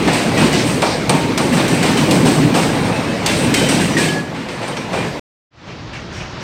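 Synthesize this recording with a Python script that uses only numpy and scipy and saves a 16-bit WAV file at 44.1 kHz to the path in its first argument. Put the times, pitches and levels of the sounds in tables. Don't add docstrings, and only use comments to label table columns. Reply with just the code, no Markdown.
import sys
import numpy as np
from scipy import signal
from scipy.fft import rfft, irfft, next_fast_len
from scipy.io import wavfile
from scipy.ndimage import uniform_filter1d, map_coordinates

SR = 44100
rng = np.random.default_rng(int(sys.argv[2]) if len(sys.argv) > 2 else 0)


def volts_from_db(level):
    exponent = np.asarray(level, float) / 20
    return 10 ** exponent


def log_audio(samples):
    frames = np.atleast_2d(samples).T
    limited = np.clip(frames, -1, 1)
    pcm = np.round(limited * 32767).astype(np.int16)
    wavfile.write(sys.argv[1], SR, pcm)


N = 283557
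CUT_S, BACK_S, FADE_IN_S = 5.1958, 5.505, 0.19


def unit(x):
    return x / np.sqrt(np.mean(x ** 2) + 1e-20)


def curves(rows):
    s, *cols = np.transpose(rows)
    return [np.interp(np.arange(N) / SR, s, c) for c in cols]


def wobble(rate_hz):
    knots = rng.standard_normal(int(N * rate_hz / SR) + 4)
    return map_coordinates(knots, [np.arange(N) * rate_hz / SR])


def noise(count, gain):
    m = next_fast_len(count + 2048)
    spectrum = rfft(rng.standard_normal(m)) * gain(np.fft.rfftfreq(m, 1 / SR) + 1)
    return unit(irfft(spectrum, m)[:count])


def shape(points, tilt_db=0):
    f, level = np.transpose(points)
    return lambda hz: volts_from_db(np.interp(np.log(hz), np.log(f), level) + tilt_db * np.log2(hz / 4000))


def patchy(x, depth_db):
    z = signal.stft(x, nperseg=512)[2]
    field = uniform_filter1d(rng.standard_normal(z.shape), size=4, axis=0)
    field = uniform_filter1d(field, size=7, axis=1)
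    return unit(signal.istft(z * volts_from_db(depth_db * unit(field)), nperseg=512)[1][:N])


def struck(axles, t60_s, rise_s):
    bright = 1.4
    t = np.arange(N) / SR
    power = 0
    for s, db, crack_db, knock_db, tilt_db in axles:
        since = np.maximum(t - s, 0)
        decay = volts_from_db(db + bright * tilt_db - 60 * since / t60_s)
        power = power + (decay * (1 - np.exp(-since / rise_s))) ** 2
    return np.sqrt(power)


def far_rolling(axles):
    # (frequency [Hz], density [dB per Hz])
    rumble_hz_db = [(15, -43.5), (25, -12.5), (114, -3), (211, -8.5), (236, -11.5), (339, -14.5),
                    (500, -19), (650, -48.5), (1100, -120)]
    # (frequency [Hz], density [dB per Hz])
    roar_hz_db = [(210, -17), (350, 0), (418, -10), (565, -3.5), (721, -6), (872, -6), (1160, -7),
                  (5000, -16.5), (6500, -52), (11000, -120)]
    # (frequency [Hz], density [dB per Hz])
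    hiss_hz_db = [(2350, -29), (4000, -9), (4470, -19), (5350, 5.5), (6440, -0.5), (9940, -26),
                  (13900, -38), (16000, -42)]
    # (frequency [Hz], density [dB per Hz])
    sizzle_hz_db = [(5290, -23), (9000, 0), (10000, -16), (14000, -9), (15500, -14), (16000, -27)]
    far_db, gain_db_per_s = -34, 5.5
    roar_db, hiss_db, sizzle_db, struck_db = -2, -18, -48, -23
    level = volts_from_db(far_db + gain_db_per_s * (np.arange(N) / SR - BACK_S - FADE_IN_S))
    swell = 1 + volts_from_db(struck_db + 64) * struck(axles, t60_s=0.3, rise_s=0.027)
    rumble = volts_from_db(0.86 * wobble(8)) * noise(N, shape(rumble_hz_db))
    roar = volts_from_db(roar_db + 0.95 * wobble(25)) * patchy(noise(N, shape(roar_hz_db)), depth_db=0.4)
    hiss = volts_from_db(hiss_db) * swell ** 0.58 * patchy(noise(N, shape(hiss_hz_db)), depth_db=1.5)
    sizzle = volts_from_db(sizzle_db) * swell * noise(N, shape(sizzle_hz_db))
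    return level * (rumble + roar + hiss + sizzle)


def rolling(axles):
    # (time [s], underframe shaking [dB], closeness of rolling wheels [dB])
    passing = [(0, -17.5, -23.5), (.33, -17.5, -25), (.42, -13.5, -21.5), (.62, -16, -25.5),
               (1.03, -22.5, -28), (1.15, -14.5, -27.5), (1.35, -19.5, -28), (1.56, -14.5, -27.5),
               (1.78, -17, -23), (2.04, -12.5, -27.5), (2.85, -17, -25), (3.15, -24, -27.5),
               (3.44, -14.5, -23.5), (3.7, -15.5, -26), (4.15, -19.5, -30), (4.27, -26.5, -35.5),
               (4.88, -28.5, -34.5), (4.97, -22.5, -28.5)]
    # (frequency [Hz], density [dB per Hz])
    boom_hz_db = [(40, -62), (95, -19), (130, -2.5), (160, 3.5), (205, -0.5), (249, 1), (384, -5),
                  (461, -11), (700, -24.5), (910, -36), (1540, -120)]
    # (frequency [Hz], density [dB per Hz])
    ground_hz_db = [(15, -58.5), (25, -23.5), (60, -7.5), (85, -6.5), (120, 1), (150, -11.5), (220, -58.5)]
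    # (frequency [Hz], density [dB per Hz])
    panels_hz_db = [(180, -40), (228, -8), (255, 1), (290, -0.5), (325, -9.5), (420, -45.5)]
    # (frequency [Hz], density [dB per Hz])
    roar_hz_db = [(240, -26), (400, -9), (461, -1), (723, -6.5), (858, -5.5), (1420, -14.5), (2200, -18.5),
                  (2860, -38.5), (4840, -120)]
    # (frequency [Hz], density [dB per Hz])
    hiss_hz_db = [(880, -21), (1500, -8), (2370, -2.5), (2640, -5), (3590, -9), (3960, -8), (7240, -18.5),
                  (8320, -24), (11000, -32.5), (14900, -34), (16000, -48)]
    # (centre [Hz], width [Hz], level [dB])
    singing = [(5868, 150, -13.5), (7960, 180, -8.5), (8580, 120, -6), (8500, 1200, -1), (11200, 86, -24.5),
               (12400, 200, -23), (13870, 50, -30)]

    tail_db_per_s = -21
    leaving_db = tail_db_per_s * np.maximum(np.arange(N) / SR - passing[-1][0], 0)
    boom_db, near_db = np.array(curves(passing)) + leaving_db
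    ground_db = -27 + 0.25 * (boom_db + 14) + 0.75 * (near_db + 25)
    panels_db = -22.5 + 2 * (boom_db + 14.5)
    roar_db = -23.5 + 0.092 * (boom_db + 18.5) + 0.63 * (near_db + 27)
    hiss_db = near_db - 1.5
    webs_db = -45.5 + 2.8 * (near_db + 26)
    webs = volts_from_db(webs_db) + volts_from_db(-27) * struck(axles, t60_s=0.5, rise_s=0.031)

    shake = wobble(28)
    boom = volts_from_db(boom_db + 0.57 * shake) * patchy(noise(N, shape(boom_hz_db)), depth_db=1.5)
    ground = volts_from_db(ground_db) * noise(N, shape(ground_hz_db))
    panels = volts_from_db(panels_db + 0.5 * shake) * noise(N, shape(panels_hz_db))
    roar = volts_from_db(roar_db + 0.17 * shake) * patchy(noise(N, shape(roar_hz_db)), depth_db=2.5)
    hiss = volts_from_db(hiss_db + 0.76 * shake) * patchy(noise(N, shape(hiss_hz_db)), depth_db=1.5)
    sing = 0
    for c_hz, w_hz, db in singing:
        band = noise(N, lambda f: (w_hz * f / np.abs(c_hz ** 2 - f * f + 1j * f * w_hz)) ** 1.8)
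        sing = sing + volts_from_db(db + 3 * wobble(11)) * band
    return boom + ground + panels + roar + hiss + webs * sing


def scrapes():
    # (middle [s], length [s], centre [Hz], width [Hz], level [dB rms])
    brushes = [
        (0.437, .1, 3500, 3005, -27),
        (0.583, 0.13, 4200, 3000, -24.5),
        (0.907, 0.13, 4600, 1400, -26.5),
        (1.606, 0.019, 3200, 1500, -22.5),
        (3.316, 0.15, 3800, 2500, -34),
    ]
    t = np.arange(N) / SR
    out = np.zeros(N)
    for s, length_s, c_hz, w_hz, db in brushes:
        swell = np.exp(-((t - s) / (0.5 * length_s)) ** 4)
        out += volts_from_db(db) * swell * noise(N, lambda f: np.exp(-((f - c_hz) / w_hz) ** 2))
    return out


def flanges():
    # (start [s], length [s], frequency [Hz], level [dB rms])
    rubs = [(2.915, .085, 2590, -35), (3.05, .075, 2585, -35), (3.548, .13, 3082, -27.5),
            (3.7, .06, 3072, -36), (3.985, .07, 1688, -27), (4.078, .075, 1686, -25),
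            (4.16, .04, 1690, -25), (4.2, .1, 1686, -37), (4.93, .09, 2405, -32), (3.55, .1, 4700, -36),
            (3.265, .07, 2700, -30), (3.27, .06, 3500, -31), (2.24, .14, 8560, -35), (3.66, .1, 5870, -34),
            (3.91, .05, 5870, -36)]
    attack_s, release_t60_s, scatter_rad_per_hz = 0.008, 0.07, 0.9e-5
    out, t = np.zeros(N), np.arange(N) / SR
    for s, length_s, hz, db in rubs:
        release = volts_from_db(-60 * np.maximum(t - s - length_s, 0) / release_t60_s)
        on = np.clip((t - s) / attack_s, 0, 1) * release
        phase = np.cumsum(2 * np.pi * hz / SR + scatter_rad_per_hz * hz * rng.standard_normal(N))
        out += on * volts_from_db(db + 3 + 1.8 * wobble(60)) * np.sin(phase)
    return out


def wheels(rings):
    out, t = np.zeros(N + SR), np.arange(SR) / SR
    for s, modes in rings:
        for hz, db, t60_s in modes:
            waver = np.cumsum(rng.standard_normal(SR)) * 0.014
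            load_db = 2.5 * wobble(30)[:SR] * np.clip(t / 0.03, 0, 1)
            fade = np.exp(-(t / (0.53 * t60_s)) ** 3)
            tone = np.sin(2 * np.pi * hz * t + waver)
            out[round(s * SR):][:SR] += volts_from_db(db + load_db - 45 * t / t60_s) * fade * tone
    return out[:N]


def clanks(t, t60_s, count):
    u = rng.random((count, 3))
    since = np.maximum(t - u[:, :1] ** 1.5 * 0.22 * t60_s, 0)
    hz = 1500 * 2.1 ** u[:, 1:2]
    notes = volts_from_db(11 * u[:, 2:] - 60 * since / 0.11) * np.sin(2 * np.pi * hz * since)
    return unit(np.sum(notes, axis=0)[:SR // 6])


def blows(axles, t60_s, smear_s=0):
    # (frequency [Hz], density [dB per Hz])
    rattle_hz_db = [(650, -29), (1100, -3.5), (1470, -0.5), (1630, -2), (2280, 2.5), (3300, -1.5),
                    (4310, -3.5), (5900, -8), (6750, -11.5), (8450, -8.5), (10300, -23.5), (15000, -30.5),
                    (16000, -47)]
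    # (frequency [Hz], density [dB per Hz])
    knock_hz_db = [(120, -65.5), (250, -11.5), (600, -6.5), (1100, -11.5), (2000, -27), (4000, -61)]
    out, t = np.zeros(N + SR), np.arange(SR * 3 // 4) / SR
    for s, db, crack_db, knock_db, tilt_db in axles:
        rise_s = smear_s + 0.0003 * volts_from_db(-1.4 * crack_db)
        crack = volts_from_db(crack_db - 60 * t / 0.055) * noise(len(t), shape(rattle_hz_db, tilt_db + 1.5))
        contacts = uniform_filter1d(rng.standard_normal(len(t)), size=180)
        loose = volts_from_db(0.5 * unit(contacts))
        shaking = volts_from_db(-14.0 - 25 * t / t60_s - 60 * (t / (0.64 * t60_s)) ** 2)
        rattle = shaking * unit(loose * noise(len(t), shape(rattle_hz_db, tilt_db)))
        rattle[:SR // 6] += volts_from_db(-22) * clanks(t[:SR // 6], t60_s, count=40)
        knock = volts_from_db(knock_db - 6.0 - 60 * t / 0.5) * (1 - np.exp(-t / 0.0075))
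        knock = knock * noise(len(t), shape(knock_hz_db))
        blow = (crack + rattle) * (1 - np.exp(-t / rise_s)) + knock
        out[round(s * SR):][:len(t)] += volts_from_db(db) * blow
    return out[:N]


def scene():
    # (time [s], peak [dB], crack [dB], knock [dB], brightness [dB per octave])
    far_axles = [
        (5.665, -23.5, -10, -7, -6.5),
        (5.93, -16.5, -8, -19, -5.5),
        (6.12, -23, -25, -12, 0),
        (6.155, -21, -14, -16, -2),
        (6.198, -18, -10, -8, -5.5),
        (6.4, -21, -18, -14, -4.5),
    ]
    # (time [s], [(frequency [Hz], starting level [dB peak], t60 [s])])
    far_rings = [
        (5.935, [(2240, -39, 0.33), (2720, -37, 0.24)]),
        (6.15, [(5600, -37, 0.2)]),
    ]
    # (time [s], peak [dB], crack [dB], knock [dB], brightness [dB per
    near_axles = [(0.0746, -9, -9.5, 0.5, -1), (0.1294, -10, -9.5, -13, 3.5), (0.3747, -9, -10, 0, 1),
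                  (0.5278, -11.5, -7, -6, 2.5), (0.6484, -13.5, -28, -20, 7), (0.819, -10, -6, 4, 1.5),
                  (1.0944, -9.5, -1, 3, 1.5), (1.376, -10, -2, 2.5, 3), (1.5244, -12, -16, -2.5, 5),
                  (1.5687, -9, -9, -4, -1.5), (1.6791, -14.5, -7, -2, 6), (1.8276, -7, -8, -4, 2),
                  (1.9714, -8, -9, -6.5, 1.5), (2.1091, -8.5, -4, -2, 3.5), (2.2474, -7, -21, -1, 4),
                  (2.54, -7, -15, 1, 3.5), (2.9251, -15, -4, 0, -7.5), (3.261, -6.5, -2.5, -9.5, 2.5),
                  (3.5406, -6, -3.5, -24, 3.5), (3.687, -6, -13, -7.5, 3), (3.7982, -11.5, -15, -15, 4.5),
                  (3.9683, -4.5, -17, -11.5, 2.5), (4.3394, -18, -16, -21, -4),
                  (4.4858, -17.5, -9, -13, -2), (4.6119, -15.5, -20, 0.5, -1), (4.6794, -23.5, -4, 4.5, 1),
                  (4.7686, -18.5, -3.5, -16, -2.5), (4.9255, -14, -14, 3, -0.5)]
    # (time [s], [(frequency [Hz], starting level [dB peak], t60 [s])])
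    rings = [(.0746, [(783, -17, 0.21), (1750, -23, 0.16), (2100, -24, .2)]), (.372, [(1920, -15, 0.12),
             (2540, -22.5, .3)]), (.532, [(2000, -21, .25), (2900, -23, .2)]), (.825, [(2350, -22, .3)]),
             (1.094, [(2380, -25, .2), (1960, -31, 0.41), (920, -23, 0.92), (8600, -14.5, 0.073)]),
             (1.524, [(1713, -27, 0.2), (1960, -23.5, .2), (2750, -28, .2)]), (1.971, [(3030, -26, .3)]),
             (3.541, [(2046, -24, .35), (2460, -21, .55), (3811, -29, .6)] ), (3.81, [(8500, -26, 0.29)]),
             (3.688, [(8590, -19.5, 0.21), (7800, -29, 0.36)]), (3.9685, [(1874, -12.5, .18),
             (1910, -18, .1), (2410, -32.5, 0.65), (3125, -35, 0.54)]), (4.0, [(8070, -25, 0.32)]),
             (4.49, [(8500, -50, 0.55), (6170, -47, 0.61)]), (4.679, [(8800, -34, 0.13)]),
             (4.77, [(2300, -31, .3), (5600, -32.5, 0.21), (6230, -39, 0.22)])]

    far = far_rolling(far_axles) + wheels(far_rings)
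    far = far + blows(far_axles, t60_s=0.3, smear_s=0.007)
    axles = near_axles
    near = rolling(axles) + scrapes() + flanges() + wheels(rings) + blows(axles, t60_s=0.88)
    t = np.arange(N) / SR
    fade_in = np.clip((t - BACK_S) / FADE_IN_S, 0, 1) ** 1.17
    return (near * (t < CUT_S) + far * fade_in)[None]


def roll_off(x):
    return signal.sosfilt(signal.butter(12, 16680, fs=SR, output="sos"), x)


def record(dry):
    x = signal.sosfilt(signal.butter(2, 45, "high", fs=SR, output="sos"), dry)
    x = x / (1 + np.abs(x / 1.05) ** 6) ** (1 / 6)
    i = np.arange(N)
    x = x * ((i < CUT_S * SR) | (i > BACK_S * SR))
    x = signal.sosfiltfilt(signal.ellip(8, 0.1, 80, 15800, fs=SR, output="sos"), x)
    return roll_off(x)


dry = scene()
out = record(dry)
log_audio(out)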